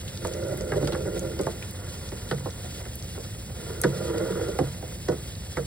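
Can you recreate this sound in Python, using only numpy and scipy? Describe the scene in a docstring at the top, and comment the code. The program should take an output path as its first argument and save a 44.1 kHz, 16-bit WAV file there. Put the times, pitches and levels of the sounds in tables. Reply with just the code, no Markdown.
"""Drain cable and reel

A springy push cable is drawn by hand out of a drain and fed back onto its reel in a small room. Each pull rubs
it along the hollow pipe mouth. It slaps the reel, and the slaps run down the cable as short falling chirps.
Grit ticks and crunches, slack loops knock and dull low thuds sound, all over a low rumble and a steady hiss."""
import sys
import numpy as np
from scipy import signal
from scipy.fft import rfft, irfft, next_fast_len
from scipy.io import wavfile
from scipy.ndimage import uniform_filter1d

SR = 44100
rng = np.random.default_rng(int(sys.argv[2]) if len(sys.argv) > 2 else 0)


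def output_pcm(signal):
    """Save a mono or channel-first signal as 16-bit PCM at the path in sys.argv[1].

    Samples are clipped to [-1, 1] before scaling.
    """
    pcm = np.clip(np.atleast_2d(signal).T, -1, 1) * 32767
    wavfile.write(sys.argv[1], SR, np.round(pcm).astype(np.int16))


N = 249606
TIME = np.arange(N) / SR
FFT_SIZE = next_fast_len(N + SR)
HZ = np.maximum(np.arange(FFT_SIZE // 2 + 1) * SR / FFT_SIZE, 1)
TRAVEL_S = 0.003543   # sets how widely the bending waves spread on their way to the reel; a 1 kHz wave trails the front by about a third of this


def from_db(db):
    """Decibels to gain."""
    return 10 ** (np.asarray(db) / 20)


def rms_one(x):
    """Scale to rms 1."""
    return x / np.sqrt(np.mean(x ** 2) + 1e-20)


def steady(x, span_s):
    """Even out surges slower than span_s and leave the grain; rms about 1."""
    return x / np.sqrt(uniform_filter1d(x ** 2, int(span_s * SR)) + .05 * np.mean(x ** 2))


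def over_hz(points):
    """Join a table's points by lines on a log-frequency axis."""
    hz, value = np.transpose(points)
    return np.interp(np.log(HZ), np.log(hz), value)


def filtered(x, response):
    """Pass x through a frequency response."""
    return irfft(rfft(x, FFT_SIZE) * response, FFT_SIZE)[..., :N]


def band(x, low_hz, high_hz):
    """Causal band-pass."""
    sos = signal.butter(2, [low_hz, min(high_hz, .45 * SR)], "band", fs=SR, output="sos")
    return signal.sosfilt(sos, x)


def minimum_phase(gain_db):
    """An EQ curve that sounds as early as it can, but never before its cause."""
    cepstrum = irfft(np.log(from_db(gain_db)))
    cepstrum[1:] *= 2
    cepstrum[len(cepstrum) // 2:] = 0
    return np.exp(rfft(cepstrum))


def drift(per_s):
    """A smooth random wander of rms 1."""
    return rms_one(filtered(rng.standard_normal(N), np.exp(-(HZ / per_s) ** 2)))


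def grains(per_s, spread_db):
    """Clicks at random moments, a few far stronger than the rest."""
    sizes = from_db(spread_db * np.minimum(rng.exponential(1, N), 4)) * rng.choice([-1, 1], N)
    return sizes * (rng.random(N) < per_s / SR)


# The rumble's tone. Each row: frequency in Hz, relative level in dB.
RUMBLE_SPECTRUM = [(20, -41), (35, -25), (50, -1.5), (65, 0.5), (95, 2.5), (140, -5), (190, -6.5),
                   (260, -16), (500, -17.5), (1000, -32.5)]
def rumble(level_db=-36.5, pull_lift_db=2.0):
    """A low, steady bed that swells a little during a pull."""
    noise = filtered(rng.standard_normal(N), from_db(over_hz(RUMBLE_SPECTRUM)))
    return steady(noise, span_s=0.15) * from_db(level_db + pull_lift_db * pulling())


# The hiss's tone. Each row: frequency in Hz, relative level in dB.
HISS_SPECTRUM = [(200, 17), (900, -10), (1800, 8.5), (2300, 2.5), (3200, 11), (4200, 9), (5500, 8.5),
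                 (7200, 6.5), (10000, 3), (14000, -0.5), (16000, -5)]
# Its stereo image. Each row: frequency in Hz, likeness of the sides from 0 (wide) to 1 (mono).
HISS_IMAGE = [(300, 0.73), (900, 0.061), (1600, 0.77), (3000, 1), (4200, 0.88), (6100, 1), (7500, 0.63),
              (9000, 0.98), (11000, 0.42), (12500, 1), (14200, 0.38), (15500, 0.3)]
def hiss(level_db=-46.5, flutter_db=2.5):
    """Broad hiss that flutters slightly, partly shared by the two sides."""
    alike = np.clip(over_hz(HISS_IMAGE), 0, .99)
    colour = from_db(over_hz(HISS_SPECTRUM))
    mid = filtered(rng.standard_normal(N), colour * np.sqrt(1 + alike))
    side = filtered(rng.standard_normal(N), colour * np.sqrt(1 - alike))
    return from_db(level_db + flutter_db * drift(per_s=25)) * rms_one(mid + side * [[1], [-1]])


# The ring of cable and reel. Each row: pitch in Hz, bandwidth in Hz, relative level in dB.
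REEL_MODES = [(140.4, 9.8, 9.5), (183.4, 13.5, 3), (208.5, 14, -4), (336.5, 43, 4.5), (436, 86, -0.5),
              (472.3, 38.3, 2), (544, 65, -4), (622.4, 27.5, 0), (760, 115, -7.5), (974, 70, -5.5),
              (1129, 17, -10.5), (1225, 17, -4), (1319, 26, -11.5), (1397, 33, -2.5), (1485, 50, -11.5),
              (1635, 18, -10.5), (1936, 110, -12), (2070, 30, -12), (3250, 410, -26), (5120, 100, -28)]
def reel(hz, damping, uneven_db):
    """The reel's resonances, alternating in sign; each contact point weights them anew."""
    weights = from_db(uneven_db * rng.standard_normal(len(REEL_MODES)))
    response = 0
    for k, (mode_hz, width_hz, db) in enumerate(REEL_MODES):
        detuning = (hz ** 2 - mode_hz ** 2) / (hz * width_hz * damping)
        response += (-1) ** k * weights[k] * from_db(db) / (1 + 1j * detuning)
    return response


def reel_notch(hz, dip_hz=2400, octaves=0.098, dip_db=-8.0):
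    """The reel radiates poorly just above its main resonances."""
    return from_db(dip_db * np.exp(-(np.log2(hz / dip_hz) / octaves) ** 2))


def bending(hz, travel_s, front_hz=2200):
    """Bending waves speed up as the root of frequency, so the lows trail in a falling chirp."""
    cycles = travel_s * np.sqrt(1000) * (2 * np.sqrt(hz) - hz / np.sqrt(front_hz))
    return np.exp(-2j * np.pi * cycles)


def slack(knock_db=-55.0, brush_db=-57):
    """Loose loops of cable knock and brush lightly against the reel all the time."""
    contacts = grains(per_s=80, spread_db=1.9)
    path = reel_notch(HZ) * bending(HZ, TRAVEL_S)
    taps = filtered(contacts, reel(HZ, damping=1.5, uneven_db=2.5) * path)
    knock = from_db(knock_db) * rms_one(band(taps, 454, 760))
    brush = from_db(brush_db) * rms_one(band(taps, 1590, 3700))
    return knock + brush


def crunch(level_db=-56.5, resting=0.34, crumble_s=0.0031):
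    """Fine grit crunches between hand and cable, most of all during a pull."""
    snaps = np.abs(grains(per_s=45, spread_db=4)) + 1e-18
    envelope = signal.lfilter([1], [1, -np.exp(-1 / (crumble_s * SR))], snaps)
    grit = rms_one(band(envelope * rng.standard_normal(N), 1800, 8700))
    return from_db(level_db) * grit * (resting + pulling())


# The pulls; the faint one is slack being fed back. Each row: start, full speed, slowing and stop
# in seconds, body level in dB, rasp level in dB, pitch of the pipe mouth in Hz.
PULLS = [(0.067, 0.453, 1.1, 1.706, -33, -47, 514.6), (1.58, 1.793, 2.3, 2.9, -50.5, -55, 495),
         (3.52, 4.14, 4.24, 4.76, -29.5, -41, 491)]
def rubbing(grip_s=0.05, surge_db=3.2, rasp_follows=0.74):
    """Tiny slips shake the reel in stick-slip surges: a hollow body under a bright rasp."""
    path = reel_notch(HZ) * bending(HZ, TRAVEL_S)
    out = 0
    for *times, body_db, rasp_db, mouth_hz in PULLS:
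        slips = grains(per_s=1200, spread_db=4.8)
        shake = filtered(slips, reel(HZ, damping=0.83, uneven_db=2.0) * path)
        ring = pipe_mouth(shake, mouth_hz)
        # The hand's grip holds the scrape even; the rasp follows the speed less than the body does.
        body = from_db(body_db) * speed(times) * steady(band(shake + ring, 157, 670), grip_s)
        rasp = from_db(rasp_db) * speed(times) ** rasp_follows * steady(band(shake, 1010, 6100), grip_s)
        stick_slip = from_db(surge_db * np.tanh(drift(per_s=32)))
        out += (body + rasp) * stick_slip
    return out


def pipe_mouth(shake, pitch_hz, swing_hz=30, width_hz=80, gain=3.7):
    """The pipe mouth rings hollow at a pitch that shifts with the cable's angle."""
    low, high = (filtered(shake, 1 / (1 + (2 * (HZ - centre_hz) / width_hz) ** 2))
                 for centre_hz in (pitch_hz - swing_hz, pitch_hz + swing_hz))
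    angle = .5 + .5 * np.tanh(2 * drift(per_s=12))
    return gain * ((1 - angle) * low + angle * high)


def speed(times):
    """The cable's speed in one pull, 0-1: it rises steadily, holds and falls."""
    return np.interp(TIME, times, [0, 1, 1, 0])


def pulling():
    """The cable's speed over all pulls, each weighted by its level, 0-1."""
    total = sum(from_db(body_db) * speed(times) for *times, body_db, _, _ in PULLS)
    return total / total.max()


# The loudest grit ticks. Each row: start in seconds, attack level in dB, pitch in Hz,
# crumble time in seconds.
GRIT_TICKS = [(0.079, -36, 3100, .004), (0.174, -31.5, 4700, .003), (0.272, -31, 8100, .003),
              (0.3365, -31, 5600, .0028), (0.436, -36.5, 4700, .003), (0.574, -31, 11000, .002),
              (0.6093, -32.5, 6000, .0023), (0.8735, -26, 3900, .003), (0.9224, -33, 3700, .003),
              (0.932, -33, 3300, .004), (1.193, -27, 8000, .0026), (1.391, -34, 4300, .003),
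              (1.411, -29, 8500, .003), (1.6248, -33, 2400, .005), (1.71, -34, 11000, .0025),
              (2.089, -36.5, 4600, .003), (2.3125, -31, 3400, .004), (2.5052, -36, 4500, .003),
              (2.9553, -28, 11500, .0019), (3.0247, -32.5, 5200, .0019), (3.8152, -17.5, 9800, .0025),
              (3.8355, -32, 3800, .006), (3.8925, -37, 9050, .0017), (5.087, -32.5, 5000, .0025),
              (5.3528, -36, 3800, .002)]
def ticks(ring_db=15, fine_db=-58.0, fine_hz=7500, band_ratio=1.28):
    """Grit snaps on the cable in crumbling bursts over a fine crackle; coarse grit rings the reel."""
    t = TIME[:SR // 30]
    snaps = np.zeros((2, N))
    for start_s, db, pitch_hz, crumble_s in GRIT_TICKS:
        noise = rng.standard_normal((2, len(t)))
        burst = rms_one(band(noise, pitch_hz / band_ratio, pitch_hz * band_ratio))
        start = round(start_s * SR)
        snaps[:, start:start + len(t)] += from_db(db) * burst * np.exp(-t / crumble_s)
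    ring = filtered(band(snaps, 3900, 7500), reel(HZ, damping=0.43, uneven_db=7))
    fine = band(grains(per_s=99, spread_db=3.9), fine_hz / band_ratio, fine_hz * band_ratio)
    return snaps + from_db(ring_db) * ring + from_db(fine_db) * rms_one(fine)


# Dull low thuds. Each row: start in seconds, envelope peak in dB, pitch in Hz.
LOW_THUDS = [(0.242, -26, 79), (2.445, -27, 125), (4.632, -20, 137)]
def thuds(swell_s=0.005):
    """Each thud swells and dies within a few cycles."""
    out = 0
    for start_s, peak_db, pitch_hz in LOW_THUDS:
        age = np.maximum(TIME - start_s, 0)
        envelope = age / swell_s * np.exp(1 - age / swell_s)
        out -= from_db(peak_db) * envelope * np.sin(2 * np.pi * pitch_hz * age)
    return out


def slap(hz, lead, echo_db, echo_s=.012, boom_db=4.0, boom_s=.029, chatter_s=0.0065):
    """A chattering hit runs down the cable, echoes off the next bend and booms back from the coil."""
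    length = 2 * (len(hz) - 1)
    chatter = band(rng.standard_normal(length), 800, 7400) * np.exp(-TIME[:length] / chatter_s)
    contact = np.roll(signal.unit_impulse(length) + 0.26 * chatter, lead)
    chirp = bending(hz, TRAVEL_S)
    echo_delay = np.exp(-2j * np.pi * hz * echo_s * rng.uniform(.7, 1.3))
    echo = from_db(echo_db) * bending(hz, 2 * TRAVEL_S) * echo_delay
    boom_delay = np.exp(-2j * np.pi * hz * boom_s * rng.uniform(0.844, 1.153))
    boom = from_db(boom_db) / (1 + 1j * hz / 160) ** 3 * chirp * boom_delay   # only the lows return
    direct = from_db(-7) * hz / (hz + 300)   # the thin cable itself radiates little bass
    ring = from_db(echo_db + 12) * reel(hz, damping=0.82, uneven_db=3)   # grows with the echo
    body = (ring + direct) * reel_notch(hz)
    return irfft(rfft(contact) * (chirp + echo + boom) * body)


# The seven bands of the slap EQ. Each entry: a band edge in Hz.
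SLAP_BAND_EDGES = [110, 250, 410, 620, 880, 1250, 2200, 6000]
# The tone of an average slap. Each entry: one band's relative level in dB.
SLAP_BAND_DB = [-1.7, -5.5, -2.5, -11, -13, -13, -19]
def slap_colour(hardness, pitch_hz, boom_db, favour_db=8, favour_octaves=0.4):
    """dB per band: hard landings are brighter, the landing point favours a pitch, the coil booms."""
    centres = np.sqrt(np.multiply(SLAP_BAND_EDGES[:-1], SLAP_BAND_EDGES[1:]))
    tilt = hardness * np.log2(centres / 500)
    favoured = favour_db * np.exp(-(np.log2(centres / pitch_hz) / favour_octaves) ** 2)
    boom = boom_db * (centres == centres[0])
    return np.array(SLAP_BAND_DB) + tilt + favoured + boom


# The cable's slaps. Each row: start in seconds, base level in dB, hardness in dB per octave,
# favoured pitch in Hz, coil boom in dB, send to the echo and the reel's ring in dB.
CABLE_SLAPS = [(0.249, -36, 2, 910, 1, -35), (0.721, -31.5, 0, 1560, -1, -16.5),
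               (0.76, -32.5, -4.5, 480, -1, -11), (0.812, -39.5, -4, 350, -4, -23),
               (0.828, -33, -3, 360, -2.5, -21), (0.875, -38.5, 3.5, 198, 5, -10.5),
               (0.923, -38, 1.5, 198, 1, -11), (0.948, -36, 1, 1380, 4, -16),
               (1.056, -38.5, -4, 466, -12.5, -20), (1.229, -45, -1.5, 408.7, -4, -24),
               (1.394, -31.5, -2, 327, -5.5, -13), (1.468, -32, 0, 870, -10, -28),
               (1.624, -56.5, 5, 1700, -17, -14), (2.119, -43, 1.5, 360, 5, -8),
               (2.313, -30.5, -0.2, 1540, 0.5, -17), (2.458, -35.5, -2.8, 1013, -13, -16),
               (2.645, -48, -5, 740, -11, -11), (2.803, -54, 3, 740, -11, -22),
               (2.854, -55.5, 5, 1700, -13, -13), (3.177, -43.5, 0.5, 410, -11, -22),
               (3.838, -28, 2.5, 1840, 2, -15), (3.843, -29.5, -3.5, 317, -3.5, -12),
               (4.144, -38, -4, 465, -5.5, -17), (4.396, -40.5, -3, 590, -19, -11),
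               (4.48, -36.5, -4.5, 480, -16, -20), (4.589, -29.5, 0.9, 684, -7, -25),
               (4.602, -32, -5, 317, -2, -13), (4.826, -44.5, -1, 726, -4, -18),
               (5.085, -28, -1, 370, -3.5, -10.5), (5.12, -36.5, -0.5, 294, -2.5, -2.5),
               (5.571, -31.5, 0.3, 1480, -2, -11.5), (5.575, -44.5, -1.5, 520, -13, -4)]
def slaps(rise_s=.0005):
    """The cable hits the reel; where and how hard it lands sets each slap's strength and colour."""
    lead, length, attack = SR // 100, 2 ** 14, SR // 21   # samples
    hz = np.maximum(np.arange(length // 2 + 1) * SR / length, 1)
    bands = list(zip(SLAP_BAND_EDGES, SLAP_BAND_EDGES[1:]))
    log_centres = np.log(bands).mean(axis=1)
    out = np.zeros(N + length)
    for start_s, db, hardness, pitch_hz, boom_db, echo_db in CABLE_SLAPS:
        hit = slap(hz, lead, echo_db)
        colour_db = db + slap_colour(hardness, pitch_hz, boom_db)
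        for _ in range(2):   # neighbouring bands overlap, so the EQ takes two passes
            attack_rms = [np.std(band(hit, low, high)[lead:lead + attack]) for low, high in bands]
            eq_db = np.interp(np.log(hz), log_centres, colour_db - 20 * np.log10(attack_rms))
            hit = irfft(rfft(hit) * minimum_phase(eq_db))
        start = round((start_s - rise_s) * SR) - lead
        out[start:start + length] += hit
    return out[:N]


def room(x, wet_db, t60_s=0.099, treble_share=0.7, width=0.29):
    """Dry sound plus a short, narrow stereo tail that dies sooner in the treble."""
    t = TIME[:SR // 2]
    mid, side = rng.standard_normal((2, len(t)))
    noise = (mid + width * side * [[1], [-1]]) * (t > .005)   # 5 ms of pre-delay
    lows = band(noise, 127, 1260) * from_db(-60 * t / t60_s)
    highs = band(noise, 1920, 8500) * from_db(-60 * t / (t60_s * treble_share))
    tail = lows + highs
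    tail /= np.sqrt(np.sum(tail ** 2) / 2)
    return x + from_db(wet_db) * signal.fftconvolve(np.atleast_2d(x), tail, axes=1)[:, :N]


def scene():
    """Cable and grit in the room, with dry thuds, over a bed of rumble and hiss."""
    friction = room(rubbing() + slack(), wet_db=-10.5)
    hits = room(slaps(), wet_db=-12.0)
    grit = room(ticks() + crunch(), wet_db=-13.0)
    return friction + hits + grit + thuds() + rumble() + hiss()


# Phase between left and right, by frequency. Each row: frequency in Hz, the left's lead in radians.
STEREO_PHASE = [(0, 0), (520, -1.0), (1720, 0.06), (2930, 2.46), (3530, 1.91), (4480, 1.12), (5770, 2.42),
                (6800, 3.53), (8350, 6.3), (10200, 5.3), (11200, 8.98), (13700, 9.6), (14600, 11.5),
                (16300, 10.5)]
# The stereo balance. Each row: frequency in Hz, left minus right in dB.
STEREO_BALANCE = [(60, 0.5), (110, -0.5), (200, -2.5), (380, -1.5), (700, -9), (1290, -1.5), (2380, -0.5),
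                  (4400, -0.5), (8120, 0.0), (15000, -0.5)]
def record(dry, cutoff_hz=15900):
    """The two channels differ in phase and level, widening the sound; the top end is cut steeply."""
    phase = np.interp(HZ, *np.transpose(STEREO_PHASE))
    left = from_db(over_hz(STEREO_BALANCE) / 2)
    right = np.exp(-1j * phase) / left
    high_cut = 1 / np.sqrt(1 + (HZ / cutoff_hz) ** 200)
    return filtered(dry, np.array([left, right]) * high_cut)


dry = scene()
out = record(dry)
output_pcm(out)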